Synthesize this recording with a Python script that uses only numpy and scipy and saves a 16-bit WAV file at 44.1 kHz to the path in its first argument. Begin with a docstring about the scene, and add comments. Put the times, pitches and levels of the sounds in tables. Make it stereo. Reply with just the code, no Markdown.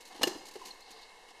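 """A rooster leaps at a small dog in a concrete yard, heard on a stereo pair of microphones.
A soft wing beat leads to one sharp slap, a second blow and a landing thud: quills crack, cupped air
rings, wings and bodies thump. Feathers rustle, claws scuff the grit and one animal gives a tiny squeak.
Ground and walls echo the scuffle. Beyond it lie thin chirps, a high twitter, one far hoot and a hush."""
import sys
import numpy as np
from scipy import signal
from scipy.fft import rfft, irfft
from scipy.io import wavfile
from scipy.ndimage import uniform_filter1d

SR = 44100
rng = np.random.default_rng(int(sys.argv[2]) if len(sys.argv) > 2 else 0)


def materialize(psi):
    """Save the field psi as 16-bit PCM at rate SR to the path in sys.argv[1].

    A 1-D psi becomes a single channel; in a 2-D psi each row is a channel.
    """
    bounded = np.clip(np.atleast_2d(psi).T, -1, 1)
    quanta = np.round(bounded * 32767).astype(np.int16)
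    wavfile.write(sys.argv[1], SR, quanta)


N = 61739

# wing slaps in the foreground: t/s, crack level/dB, attack/s, hold/s, release/s, relative ring level/dB
WING_SLAPS = [(0.2318, -20.5, .0002, .003, .0045, -23), (0.2706, -28.5, .003, .005, .0045, -41)]
# spectrum of cracking quills: f/Hz, level/dB
QUILL_SPECTRUM = [(150, -44.5), (400, 4), (900, -13), (1400, -5), (2300, -6), (4200, -4.5), (6500, -0.5),
                  (10000, -16.5), (13500, -4)]
# resonances of the air under the wing: f/Hz, width/Hz, relative level/dB
WING_CAVITY = [(505, 170, 2), (700, 98, 6.5), (1040, 280, -5.5), (1728, 155, 2), (2873, 93, 14.5),
               (4140, 200, 5.5), (4840, 100, 4)]
def wing_slaps():
    """Quills strike in a dense volley and ring the air cupped under the wing."""
    quills = unit(colour(spread(grains(per_s=9000, spread_db=4), width=.65), QUILL_SPECTRUM))
    crack = quills * strokes(row[:5] for row in WING_SLAPS)
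    air = stereo_noise(width=.65)
    push = sum(undb(db) * envelope(s, attack=.0012, hold=.005, release=.002) for s, *_, db in WING_SLAPS)
    hollow = sum(undb(db) * ring(air * push, hz, width) for hz, width, db in WING_CAVITY)
    return crack + 2.78 * hollow


# sharp clicks within the slaps, quill snaps plus, at 0.2336 s, the first snap bouncing off the ground: t/s,
# relative level/dB
QUILL_SNAPS = [(0.2319, 0), (0.2336, 6), (0.2399, -2), (0.2753, -12)]
def quill_snaps():
    """The stiffest quills each snap with one hard click; the first snap comes back off the ground a moment
    later."""
    return colour(impulses(QUILL_SNAPS), QUILL_SPECTRUM)


# dull beats of wings and bodies: t/s, level/dB, f/Hz, hold/s, puff level/dB
BODY_THUMPS = [(0.149, -61, 396, 0.0099, -51), (0.195, -42, 367, 0.0018, -58),
               (0.2111, -45, 384, 0.0056, -33), (0.2386, -37, 480, 0.0028, -28),
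               (0.2705, -32, 361, 0.0079, -35.5), (0.353, -45, 348, 0.0118, -50.5),
               (0.556, -42, 399, 0.01, -47.5), (0.662, -70, 385, 0.012, -75)]
# spectrum of the puff of air: f/Hz, level/dB
PUFF_SPECTRUM = [(25, -8.5), (55, -29), (110, -19), (170, -16), (240, 7.5), (400, 5), (570, -3.5), (720, 2),
                 (1300, -15), (3000, -23), (9000, -39)]
def body_thumps():
    """Each beat is a few uneven, sagging low cycles with a puff of air."""
    air = unit(colour(stereo_noise(), PUFF_SPECTRUM))
    wobble = 1 + .09 * walk(500)
    sag_per_s = 6
    out = 0
    for start, db, hz, hold, puff_db in BODY_THUMPS:
        t = np.maximum(since(start), 0)
        pitch = hz * wobble * np.exp(-sag_per_s * t) * (t > 0)
        beat = undb(db) * sine(pitch) + undb(puff_db) * air
        out += beat * envelope(start, attack=.002, hold=hold, release=.0022)
    return out


# rustles of the rooster's plumage: t/s, level/dB, attack/s, hold/s, release/s
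RUSTLES = [(0.09, -50.5, 0.034, 0.11, 0.023), (0.214, -35, 0.0049, 0.0027, 0.0078),
           (0.282, -48.5, 0.0031, 0.01, 0.074), (0.335, -77, 0.019, 0.068, 0.068),
           (0.5545, -41.5, .001, 0.0044, 0.0059), (0.582, -55, 0.0067, 0.06, 0.016),
           (0.648, -52.5, 0.011, .012, 0.06), (0.87, -59.5, 0.0085, .12, 0.055),
           (1.145, -61.5, 0.0079, 0.024, 0.012), (1.278, -55, 0.0096, 0.026, 0.01)]
# spectrum of rubbing feathers: f/Hz, level/dB
FEATHER_SPECTRUM = [(100, -27.5), (200, -9.5), (370, 1), (480, -0.5), (580, -18), (740, 5.5), (1000, -2),
                    (1400, -14.5), (2000, -6.5), (2400, -19), (2900, -3), (3400, -12), (4300, -8),
                    (8000, -20), (13500, -25)]
def feathers():
    """Feathers slide over each other in fine, dense clicks."""
    return strokes(RUSTLES) * friction(FEATHER_SPECTRUM, per_s=12000, spread_db=1.5)


# scuffs across the yard floor: t/s, level/dB, attack/s, hold/s, release/s
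CLAW_SCUFFS = [(0.005, -51, 0.0015, 0.0079, 0.018), (0.052, -51.5, 0.0012, .03, 0.014),
               (0.16, -52, .002, 0.0024, 0.0046), (0.372, -51.5, 0.0016, .004, 0.0073),
               (0.453, -49.5, 0.0025, 0.029, 0.0054), (0.486, -46, .001, 0.0024, 0.005),
               (0.510, -54.5, 0.0023, 0.0031, 0.025), (0.535, -56, 0.0016, 0.037, .006),
               (0.588, -59.5, .005, 0.044, 0.036), (0.649, -46.5, 0.0085, 0.024, 0.0097),
               (0.683, -54.5, 0.00072, 0.0014, 0.075), (0.805, -54, 0.0014, 0.0022, 0.0051),
               (0.905, -50.5, 0.00094, 0.011, .012), (1.01, -58.5, .004, 0.0083, 0.008),
               (1.283, -65, 0.0035, 0.0083, 0.0054)]
# single claw ticks: t/s, relative level/dB
CLAW_TICKS = [(0.162, -28), (0.454, -29), (0.4875, -22.5), (0.512, -25), (0.5405, -20), (0.5555, -31),
              (0.6275, -46), (0.6845, -31), (0.8065, -31), (0.907, -26)]
# spectrum of grit on concrete: f/Hz, level/dB
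GRIT_SPECTRUM = [(120, -17), (300, 2), (1000, -23.5), (2400, -6), (3300, -7.5), (4200, 2), (5400, -4),
                 (6600, -2), (8500, -9.5), (11000, -9), (13500, -7.5)]
def claws():
    """Claws drag through the grit and tick on the concrete."""
    scuffs = strokes(CLAW_SCUFFS) * friction(GRIT_SPECTRUM, per_s=7600, spread_db=2.5)
    return scuffs + colour(impulses(CLAW_TICKS), GRIT_SPECTRUM)


def squeak():
    """One animal in the scuffle gives a tiny falling squeak."""
    return whistle(start=.6125, length=.019, hz=1016, glide_hz_per_s=-3000, db=-44, waver=.017)


# thin chirps around the yard: t/s, f/Hz, level/dB
CHIRPS = [(0.704, 4170, -41), (0.818, 4320, -52), (0.965, 4800, -59), (0.986, 4100, -62),
          (1.018, 4280, -68), (1.04, 4470, -62), (1.086, 4050, -61.5)]
def chirps():
    """A few short, high whistles, each sliding upward."""
    return sum(whistle(s, length=.016, hz=hz, glide_hz_per_s=9000, db=db, waver=.03)
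               for s, hz, db in CHIRPS)


def hoot():
    """One faint, low hoot sinks in pitch, far from the microphones."""
    return whistle(start=.915, length=.075, hz=445, glide_hz_per_s=-300, db=-61, waver=.011)


def twitter():
    """Distant chirping, blurred by the surroundings into a flickering band of noise."""
    hz, width_hz = 4230, 1350
    voices = ring(ring(stereo_noise(), hz, width_hz), hz, width_hz)
    swell = envelope(start=.78, attack=.15, hold=.11, release=.04)
    return unit(voices) * undb(-57.5 + 3.5 * walk(70)) * swell


# reflections off ground and walls: delay/s, level/dB, extra delay at the left microphone/s
YARD_ECHOES = [(.0062, -12, .00005), (.0195, -19, .00008)]
# spectrum of the yard's reverberation: f/Hz, level/dB
YARD_SPECTRUM = [(60, -11), (160, 9.5), (240, 1), (330, -0.5), (460, 1), (580, 1.5), (720, 5.5),
                 (1000, 6.5), (1400, -2), (2000, -1.5), (2900, -6), (4500, -3), (9000, -4), (14000, -7.5)]
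def yard(x):
    """Hard surfaces add two early reflections and a short diffuse tail to the direct sound."""
    t60_s, tail_db = .61, -9.5
    early = sum(undb(db) * np.array([delay(x[0], s + lag), delay(x[1], s)]) for s, db, lag in YARD_ECHOES)
    tail = stereo_noise() * envelope(0, attack=.0074, hold=0, release=t60_s / np.log(1000))
    tail = colour(unit(tail) / np.sqrt(N), YARD_SPECTRUM)
    return x + early + undb(tail_db) * signal.fftconvolve(x, tail, axes=1)[:, :N]


# spectrum of the open air around the yard: f/Hz, level/dB
HUSH_SPECTRUM = [(15, 6.5), (50, -11), (130, -14), (200, -12), (300, -12.5), (480, 1), (620, -9),
                 (800, 0.5), (1050, -0.5), (1350, -15), (1800, -3), (2000, -9.5), (2180, 3.5),
                 (2400, -29.5), (2600, -4.5), (2900, -7.5), (3450, -16), (3900, -8), (5000, -13.5),
                 (7500, -19.5), (10000, -22), (13500, -27.5)]
def hush():
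    """Quiet outdoor air, wavering a little."""
    return undb(-54.5 + .54 * walk(23.8)) * unit(colour(stereo_noise(), HUSH_SPECTRUM))


# stereo width at the microphones, bass and treble: f/Hz, side minus mid level/dB
BASS_WIDTH = [(100, -19), (350, -20), (650, -16)]
TREBLE_WIDTH = [(1000, -3), (2000, 0), (5000, -1), (9000, 1), (14000, -3.5)]
def spread(pair, width=1):
    """Two unrelated signals as mid and side: left and right come out alike in the bass."""
    side = width * colour(pair[1], BASS_WIDTH + TREBLE_WIDTH)
    return np.array([pair[0] + side, pair[0] - side])


def stereo_noise(width=1):
    """Noise spread across both microphones."""
    return spread(rng.standard_normal((2, N)), width)


def grains(per_s, spread_db):
    """Two unrelated streams of dense clicks of uneven size."""
    size = undb(spread_db * np.minimum(rng.exponential(size=(2, N)), 4))
    polarity = np.sign(rng.standard_normal((2, N)))
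    return size * polarity * (rng.random((2, N)) < per_s / SR)


def friction(spectrum, per_s, spread_db, catch_db=2):
    """Tiny clicks of surfaces that catch and slip unevenly."""
    clicks = spread(grains(per_s, spread_db)) * undb(catch_db * walk(250))
    return unit(colour(clicks, spectrum))


def whistle(start, length, hz, glide_hz_per_s, db, waver):
    """A short gliding tone that swells and fades."""
    t = np.clip(since(start), 0, length)
    pitch = (hz + glide_hz_per_s * (t - length / 2)) * (1 + waver * walk(900))
    return undb(db) * np.sin(np.pi * t / length) * sine(pitch)


def sine(hz):
    """A tone of rms 1 that follows a pitch curve."""
    return np.sqrt(2) * np.sin(2 * np.pi * np.cumsum(hz) / SR)


def impulses(rows):
    """One click for each (t/s, level/dB) row."""
    clicks = np.zeros(N)
    for s, db in rows:
        clicks[int(s * SR)] -= undb(db)
    return clicks


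def envelope(start, attack, hold, release):
    """Linear rise, hold and exponential fall, timed in seconds."""
    t = since(start)
    return np.clip(t / attack, 0, 1) * np.exp(-np.maximum(t - attack - hold, 0) / release)


def strokes(rows):
    """One envelope for each row, summed at their levels."""
    return sum(undb(db) * envelope(s, attack, hold, release) for s, db, attack, hold, release in rows)


def walk(per_s):
    """Smooth random drift of rms 1."""
    step = max(int(SR / per_s), 1)
    stairs = np.repeat(rng.standard_normal(N // step + 1), step)
    return unit(uniform_filter1d(stairs, step)[:N])


def ring(x, hz, width):
    """One damped resonance, gain 1 at its centre."""
    return signal.lfilter(*signal.iirpeak(hz, hz / width, fs=SR), x)


BIN_HZ = np.fft.rfftfreq(2 * N, 1 / SR)
def colour(x, points):
    """Causal filter through (f/Hz, level/dB) points."""
    hz, db = np.array(points).T
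    gains = undb(np.interp(np.log(BIN_HZ + 1), np.log(hz), db))
    cepstrum = irfft(np.log(gains))
    cepstrum[1:N] *= 2  # fold onto positive time for minimum phase
    cepstrum[N + 1:] = 0
    return irfft(rfft(x, 2 * N) * np.exp(rfft(cepstrum)))[..., :N]


def delay(x, seconds):
    """The same sound, later."""
    return irfft(rfft(x, 2 * N) * np.exp(-2j * np.pi * BIN_HZ * seconds))[..., :N]


def since(start):
    """Seconds since a moment."""
    return np.arange(N) / SR - start


def undb(db):
    """Decibels to gain."""
    return 10 ** (np.asarray(db) / 20)


def unit(x):
    """Scale to rms 1."""
    return x / np.sqrt(np.mean(x ** 2))


def scene():
    """The scuffle stands slightly to the right, so it reaches the left microphone a little later."""
    scuffle = feathers() + claws() + wing_slaps() + quill_snaps() + body_thumps() + squeak()
    left, right = yard(scuffle + hoot() + chirps())
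    return np.array([delay(left, seconds=18e-6), right]) + hush() + twitter()


# response of the left microphone's port: f/Hz, level/dB
LEFT_MIC = [(400, 0), (700, 1.5), (2200, 0), (3600, 1), (9500, 1), (11200, -3), (12000, -20), (13000, -50)]
# bass response of both microphones: f/Hz, level/dB
MIC_BASS = [(50, 2), (75, -3), (110, -7), (170, -4), (250, 0), (400, 0)]
def record(dry):
    """Both microphones thin the upper bass and cut off the top; the left one dulls sooner."""
    cutoff_hz = 13700
    mics = colour(np.array([colour(dry[0], LEFT_MIC), dry[1]]), MIC_BASS)
    return signal.sosfilt(signal.ellip(8, .2, 70, cutoff_hz, fs=SR, output="sos"), mics)


dry = scene()
out = record(dry)
materialize(out)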